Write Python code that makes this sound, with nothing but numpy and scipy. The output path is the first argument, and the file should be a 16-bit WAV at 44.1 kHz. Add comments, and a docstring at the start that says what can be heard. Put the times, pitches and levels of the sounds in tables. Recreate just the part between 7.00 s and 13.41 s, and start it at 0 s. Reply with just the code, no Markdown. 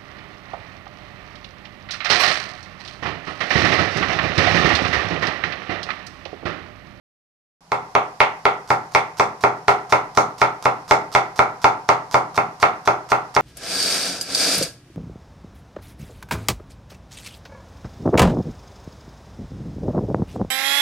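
"""Out of silence comes a faint kitchen hiss, then a large knife chopping an onion, four strokes a second.
Each stroke crunches as cells burst, then knocks on a plastic board and pings the steel blade.
The impact excites the normal modes of board and table, and the small room reverberates.
A close pair of microphones, switched on just before the first stroke, rounds off the peaks."""
import sys
import numpy as np
from scipy import signal
from scipy.fft import rfft, irfft
from scipy.io import wavfile
from scipy.ndimage import uniform_filter1d

SR = 44100
rng = np.random.default_rng(int(sys.argv[2]) if len(sys.argv) > 2 else 0)


def digitize_waveform(pressure):
    """Quantize a signal to 16-bit integers and store it at the path in sys.argv[1].

    Rows of a 2-D input are taken as channels; values are limited to [-1, 1].
    """
    field = np.atleast_2d(pressure).T
    bounded = np.clip(field, -1, 1)
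    quanta = np.round(bounded * 32767).astype(np.int16)
    wavfile.write(sys.argv[1], SR, quanta)


N = 282681

# Levels are relative; spectra give level per unit bandwidth.
# steady background spectrum: (frequency [Hz], level [dB])
NOISE_SPECTRUM = [(20, -13), (70, -14), (115, -15.5), (160, -2.5), (260, -17.5), (500, -18), (820, -9),
                  (1600, -20.5), (3500, -27), (5200, -22.5), (8000, -32.5), (12000, -35.5), (16000, -65)]
# knife strokes: (knock time [s], force [dB], landing hardness [dB], edge click [dB], time in onion [s])
STROKES = [(0.7189, -1, -2, -1, 0.0036), (0.9518, 0.8, 0.5, -5, 0.0076), (1.2037, 1.5, 5, 0, 0.0057),
           (1.454, 0.5, 2, -3, .006), (1.7045, 0.75, -1.5, 0, 0.029), (1.9494, 0, 4, 3, 0.033),
           (2.1977, 0, -0.5, 3.5, 0.03), (2.438, 1.6, -1, -4, 0.03), (2.682, 2.5, -0.5, 2, 0.0073),
           (2.9244, 1.9, 1.5, 2, 0.03), (3.1742, 2.5, -3.5, 5, 0.026), (3.4165, 1, 1, 0, 0.036),
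           (3.656, 1.2, -2, -4, .031), (3.9104, 3, -.5, 5, 0.031), (4.1504, 1, 1.5, 4.5, 0.033),
           (4.3914, 2.1, -2, -1, 0.032), (4.6435, 2.1, 0, 1, .027), (4.89, 1.5, -1, 1.5, 0.0082),
           (5.1435, 1.8, -2, 0.5, .031), (5.3773, 0, -2, -6, 0.033), (5.6283, 1.5, 2, -0.5, 0.029),
           (5.8755, .5, -2, 0, 0.022), (6.1187, -0.7, -0.5, -2.5, 0.03), (6.3648, 1.8, -2.5, -2.5, .023)]
# the knife works towards the thick of the onion: (time [s], crunch level [dB])
ONION_THICKNESS = [(.7, -8), (1.95, -3), (2.4, 0), (3.9, 1), (6.4, 3)]
# spectrum of a bursting cell: (frequency [Hz], level [dB])
CELL_SPECTRUM = [(60, -12), (400, -2.5), (1000, 13), (1800, -3), (3000, -2.5), (5400, 4), (7600, -4),
                 (11000, -9), (14500, -16), (16000, -22)]
# the crunch starts soft and swells towards the knock: (share of the cut [0-1], level [dB])
CRUNCH_SWELL = [(0, -2), (.12, -1.5), (.3, -1.5), (1, 3)]
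# the edge first bumps the board through the onion: (frequency [Hz], level [dB])
BUMP_SPECTRUM = [(100, 7), (700, -24), (1200, -3), (2200, -10), (6000, -8)]
# the board's brief modes: (frequency [Hz], level [dB], T60 [s])
BOARD_MODES = [(114.4, -24, 0.085), (243.3, -16, 0.033), (473.8, -6.5, 0.062), (587, -11, 0.077),
               (870, -0.5, 0.028), (1054, 1, 0.033), (1186, -6.5, 0.14), (1350, 0, 0.043),
               (1876, -18, 0.018), (2138, 2, 0.019), (2373, -4.5, 0.01)]
# click of the edge: (frequency [Hz], level [dB])
CLICK_SPECTRUM = [(20, 5), (150, -3), (700, 7.5), (1600, 6.5), (2300, 4.5), (3000, -9), (4200, -7.5),
                  (6000, -9.5), (8000, -29), (12000, -32), (16000, -46)]
# echoes from nearby surfaces: (left delay [s], right delay [s], gain [ratio])
REFLECTIONS = [(.0049, .0047, 0.35), (0.0096, .0099, 0.632), (0.013, .0128, 0.45), (0.0218, .0226, 0.35),
               (0.03, .0288, 0.24), (.0330, .0332, 0.15), (0.0356, .0355, 0.24)]
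# long resonances of board and room together: (frequency [Hz], level [dB], T60 [s])
COUPLED_MODES = [(409, -23.5, 0.36), (484, -22.5, 0.25), (510, -20.5, 0.2), (582, -28, 0.15),
                 (700.4, -16.5, 0.21), (735, -23, 0.52), (783.7, -19, 0.31), (788, -19, 0.39),
                 (832, -15.5, 0.24), (896.6, -19, 0.43), (954.5, -24, .35), (985.5, -24.5, 0.47),
                 (1080, -23.5, 0.29), (1103, -23, 0.2), (1170.3, -19.5, 0.37), (1291, -24, 0.29),
                 (1384, -20, 0.29), (1940, -31.5, 0.41), (2070, -42, 0.16), (2370, -30.5, 0.2),
                 (2643, -27, 0.19)]
# the table's low boom: (frequency [Hz], level [dB], T60 [s])
TABLE_MODES = [(126, -33.5, 0.58), (161.2, -39.5, 0.71)]
# the blade, damped by hand and onion: (nominal frequency [Hz], level [dB], T60 [s])
BLADE_MODES = [(3485, -31.5, 0.037), (4470, -28, 0.0066), (5645, -25.5, 0.012)]
# tick of the edge catching on a tough layer: (frequency [Hz], level [dB], T60 [s])
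CATCH_MODES = [(5400, -16.5, 0.0082), (6100, -19, .004)]
# the kitchen's diffuse tail: (frequency [Hz], level [dB])
REVERB_SPECTRUM = [(20, -26), (60, -21), (120, -9.5), (190, -13.5), (330, -7.5), (450, -6.5), (800, 1),
                   (1350, -1.5), (1600, -10.5), (2150, -6.5), (3100, -22.5), (5500, -28), (8000, -33),
                   (15000, -53)]
# the kitchen's reverberation time: (frequency [Hz], T60 [s])
REVERB_TIMES = [(80, 0.38), (210, 0.45), (560, 0.39), (1470, 0.39), (3900, 0.25), (10000, 0.2)]
# imbalance of the microphones: (frequency [Hz], left minus right [dB])
MIC_BALANCE = [(30, -5.5), (120, 0), (500, 0.7), (1000, -0.5), (2000, -4.5), (3000, -0.5), (5500, -8.5),
               (7500, -5), (10000, -2), (14000, 5.5)]


def amp(db):
    """Amplitude ratio of a level in decibels."""
    return 10 ** (np.asarray(db) / 20)


def unit(x):
    """Normalisation to a mean energy of one per channel."""
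    return x / np.sqrt(np.mean(np.sum(x ** 2, -1)) + 1e-20)


def curve(points, hz):
    """Interpolation on a logarithmic frequency axis."""
    f, value = np.transpose(points)
    return np.interp(np.log(hz + 1), np.log(f + 1), value)


def add(mix, s, sound):
    """Superposition: a sound joins the mix at time s."""
    part = mix[..., max(round(s * SR), 0):][..., :sound.shape[-1]]
    part += sound[..., :part.shape[-1]]


def convolve(x, response):
    """Output of a linear system, cut to the length of its input."""
    return signal.fftconvolve(np.atleast_2d(x), np.atleast_2d(response), axes=1)[:, :x.shape[-1]]


def pulse(spectrum, size=4096):
    """Minimum phase: the sharpest causal pulse with the given spectrum."""
    log_gain = np.log(amp(curve(spectrum, abs(np.fft.fftfreq(size, 1 / SR)))))
    return np.fft.ifft(np.exp(np.conj(signal.hilbert(log_gain)))).real[:size // 2]


def diffuse_noise(count, mic_gap_m=0.11):
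    """A diffuse field at two points is coherent in the bass and incoherent in the treble."""
    hz = np.fft.rfftfreq(count, 1 / SR)
    coherence = np.sinc(2 * hz * mic_gap_m / 343)
    a, b = rfft(rng.standard_normal((2, count)))
    return irfft(np.array([a, coherence * a + np.sqrt(1 - coherence ** 2) * b]), count)


def background(floor_db=-48):
    """Stationary diffuse noise: the kitchen's faint rumble and hiss."""
    return amp(floor_db) * convolve(diffuse_noise(N), unit(pulse(NOISE_SPECTRUM)))


def bite(cut_s, full_cut_s=0.029):
    """Depth of cut grows with cutting time: 0 on the bare board, 1 for a full slice."""
    return np.clip(cut_s / full_cut_s, 0, 1)


def crunch_level(s, cut_s, graze_db=-9):
    """Fracture level in dB rises with the onion's thickness and the depth of cut."""
    return np.interp(s, *np.transpose(ONION_THICKNESS)) + graze_db * (1 - bite(cut_s))


def onion_crunch(room, crunch_db=-38, cells_per_s=4500, spread_db=8.5, room_db=-3, after_s=0.0046):
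    """Fracture as shot noise: cells burst at random, layer by layer, until just after the knock."""
    cracks = np.zeros(N)
    for s, *_, cut_s in STROKES:
        count = int((cut_s + after_s) * SR)
        depth = np.linspace(0, 1, count)
        chance, strength, sign = rng.random((3, SR // 10))[:, :count]
        layers_db = np.interp(depth, np.linspace(0, 1, 9), 3.5 * rng.standard_normal(9))
        swell_db = np.interp(depth, *np.transpose(CRUNCH_SWELL))
        sizes = amp(spread_db * np.minimum(-np.log(strength), 3) + layers_db + swell_db)
        bursts = sizes * np.sign(sign - .5) * (chance < cells_per_s / SR)
        add(cracks, s - cut_s, amp(crunch_db + crunch_level(s, cut_s)) * np.sqrt(count) * unit(bursts))
    direct = convolve(cracks, unit(pulse(CELL_SPECTRUM)))
    return direct + amp(room_db) * convolve(direct, room)


def knife_force(spot_db=1.69, bump_db=-27, graze_bass_db=-2, lean_db=2.2, bare_crack_db=5.5):
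    """Impact excitation: a soft bump, then a blow that is brighter the harder and barer the contact."""
    force = np.zeros(N)
    hz = np.geomspace(60, 15000, num=48)
    bump = pulse(BUMP_SPECTRUM)
    for s, force_db, hard_db, click_db, cut_s in STROKES:
        # the arm leans on a full slice; a hard landing is a light one
        bass_db = graze_bass_db + lean_db * bite(cut_s) - .3 * hard_db
        crack_db = 1.63 * hard_db + bare_crack_db * (1 - bite(cut_s))
        colour = [(130, bass_db), (400, 0), (1250, 0.0043), (1900, hard_db), (2500, hard_db),
                  (3200, crack_db), (5500, click_db), (12000, 0.87 * click_db)]
        uneven_db = spot_db * rng.standard_normal(len(hz))  # each spot favours other modes
        add(force, s - .0003, amp(force_db) * pulse(np.c_[hz, curve(colour, hz) + uneven_db]))
        add(force, s - cut_s, amp(bump_db + crunch_level(s, cut_s)) * bump)
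    return force


def modes(table, t, phases):
    """Free vibration is a sum of exponentially damped sinusoids."""
    return sum(amp(db - 60 * t / t60) * np.sin(2 * np.pi * hz * t + phase)
               for (hz, db, t60), phase in zip(table, phases))


def driven_modes(table, blow):
    """Each resonance takes its phase from the blow's spectrum at its own frequency."""
    t = np.arange(len(blow)) / SR
    phases = [np.angle(1j * np.sum(blow * np.exp(-2j * np.pi * hz * t))) for hz, _, _ in table]
    return modes(table, t, phases)


def board_knock(room, board_db=15, click_db=9, echo_db=-1, echo_click_db=-6,
                ring_db=-3, ring_rise_s=0.0079, table_db=-1, tail_db=14, left_lag_s=.00004):
    """Impulse response of the struck board: direct sound, reflections, resonances and reverberation."""
    t = np.arange(room.shape[1]) / SR
    phases = np.pi * np.arange(len(BOARD_MODES))  # neighbouring modes swing opposite ways
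    board = amp(board_db) * unit(modes(BOARD_MODES, t, phases))
    click = amp(click_db) * unit(pulse(CLICK_SPECTRUM))
    response = np.zeros_like(room)
    for side, mic in enumerate(response):
        for sound, reflected_db in (board, echo_db), (click, echo_click_db):
            add(mic, (1 - side) * left_lag_s, sound)
            for *delays, gain in REFLECTIONS:
                add(mic, delays[side], amp(reflected_db) * gain * sound)
        ring = amp(ring_db) * driven_modes(COUPLED_MODES, mic) * (1 - np.exp(-t / ring_rise_s))
        boom = amp(table_db) * driven_modes(TABLE_MODES, mic)
        mic += ring + boom
    return response + amp(tail_db) * unit(convolve(room, pulse(REVERB_SPECTRUM)))


def blade_ping(room, detune=0.03, ping_db=4, bare_db=2.5, spread_db=4, catch_s=6.3503, room_db=-15):
    """Damped steel modes ring at each landing, varied by the grip; once the edge catches and ticks."""
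    t, pings = np.arange(SR // 8) / SR, np.zeros(N)
    for s, _, _, click_db, cut_s in STROKES:
        shifts = 1 + detune * rng.uniform(-0.89, 1, len(BLADE_MODES))
        landing_db = .6 * click_db + bare_db * (1 - bite(cut_s))  # a clean landing rings louder
        ring_db = ping_db + landing_db + spread_db * rng.standard_normal(len(BLADE_MODES))
        gripped = [(hz * shift, db + extra_db, t60)
                   for (hz, db, t60), extra_db, shift in zip(BLADE_MODES, ring_db, shifts)]
        add(pings, s, modes(gripped, t, np.zeros(len(gripped))))
    add(pings, catch_s, modes(CATCH_MODES, t, np.zeros(len(CATCH_MODES))))
    return pings + amp(room_db) * convolve(pings, room)


def kitchen_reverb(rise_s=0.0025, size=24576):
    """Reverberation: a diffuse field builds up quickly, then each band decays at its own rate."""
    hz, frame_s, bands = signal.stft(diffuse_noise(size), SR, nperseg=256)
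    decay = amp(-60 * frame_s / curve(REVERB_TIMES, hz)[:, None])
    tail = signal.istft(bands * decay, SR, nperseg=256)[1][:, :size]
    spectrum = rfft(tail)
    spectrum /= np.sqrt(uniform_filter1d(abs(spectrum) ** 2, size=50, axis=1))  # equal energy per band
    t = np.arange(size) / SR
    rise = 1 - np.exp(-(t / rise_s) ** 2)
    fade = np.clip(2 - 2 * t / t[-1], 0, 1) ** 4
    return unit(irfft(spectrum, size) * rise * fade)


def shifting_reverb(force, level_db=6, count=3):
    """Room response depends on source position: each stroke lands elsewhere and blends its own tail."""
    stroke = np.searchsorted(np.array(STROKES)[:, 0], np.arange(N) / SR + .01)
    shares = rng.standard_normal((len(STROKES) + 1, count))
    shares /= np.linalg.norm(shares, axis=1, keepdims=True)
    tails = [unit(convolve(kitchen_reverb(), pulse(REVERB_SPECTRUM))) for _ in range(count)]
    return amp(level_db) * sum(convolve(force * share[stroke], tail)
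                               for share, tail in zip(shares.T, tails))


def scene():
    """All sources superpose in one room, at two microphones of unequal frequency response."""
    room, force = kitchen_reverb(), knife_force()
    knocks = convolve(force, board_knock(room)) + shifting_reverb(force)
    mix = knocks + blade_ping(room) + onion_crunch(room) + background()
    mics = [pulse([(hz, side * db / 2) for hz, db in MIC_BALANCE]) for side in (1, -1)]
    return convolve(mix, np.array(mics))


def record(dry, on_s=.607, wake_s=0.29, wake_db=-6, ceiling=0.89, low_cut_hz=45, high_cut_hz=15500):
    """Soft saturation rounds the peaks in band-limited microphones that switch on and fade up."""
    t = np.arange(N) / SR
    fade = (t > on_s) * amp(np.interp(t, [on_s, on_s + wake_s], [wake_db, 0]))
    live = fade * signal.lfilter(*signal.butter(1, low_cut_hz, "high", fs=SR), dry)
    rounded = live / (1 + (live / ceiling) ** 4) ** (1 / 4)
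    lowpass = signal.firwin(255, high_cut_hz, window=("kaiser", 9), fs=SR)
    return signal.oaconvolve(rounded, lowpass[None], "same")


dry = scene()
out = record(dry)
digitize_waveform(out)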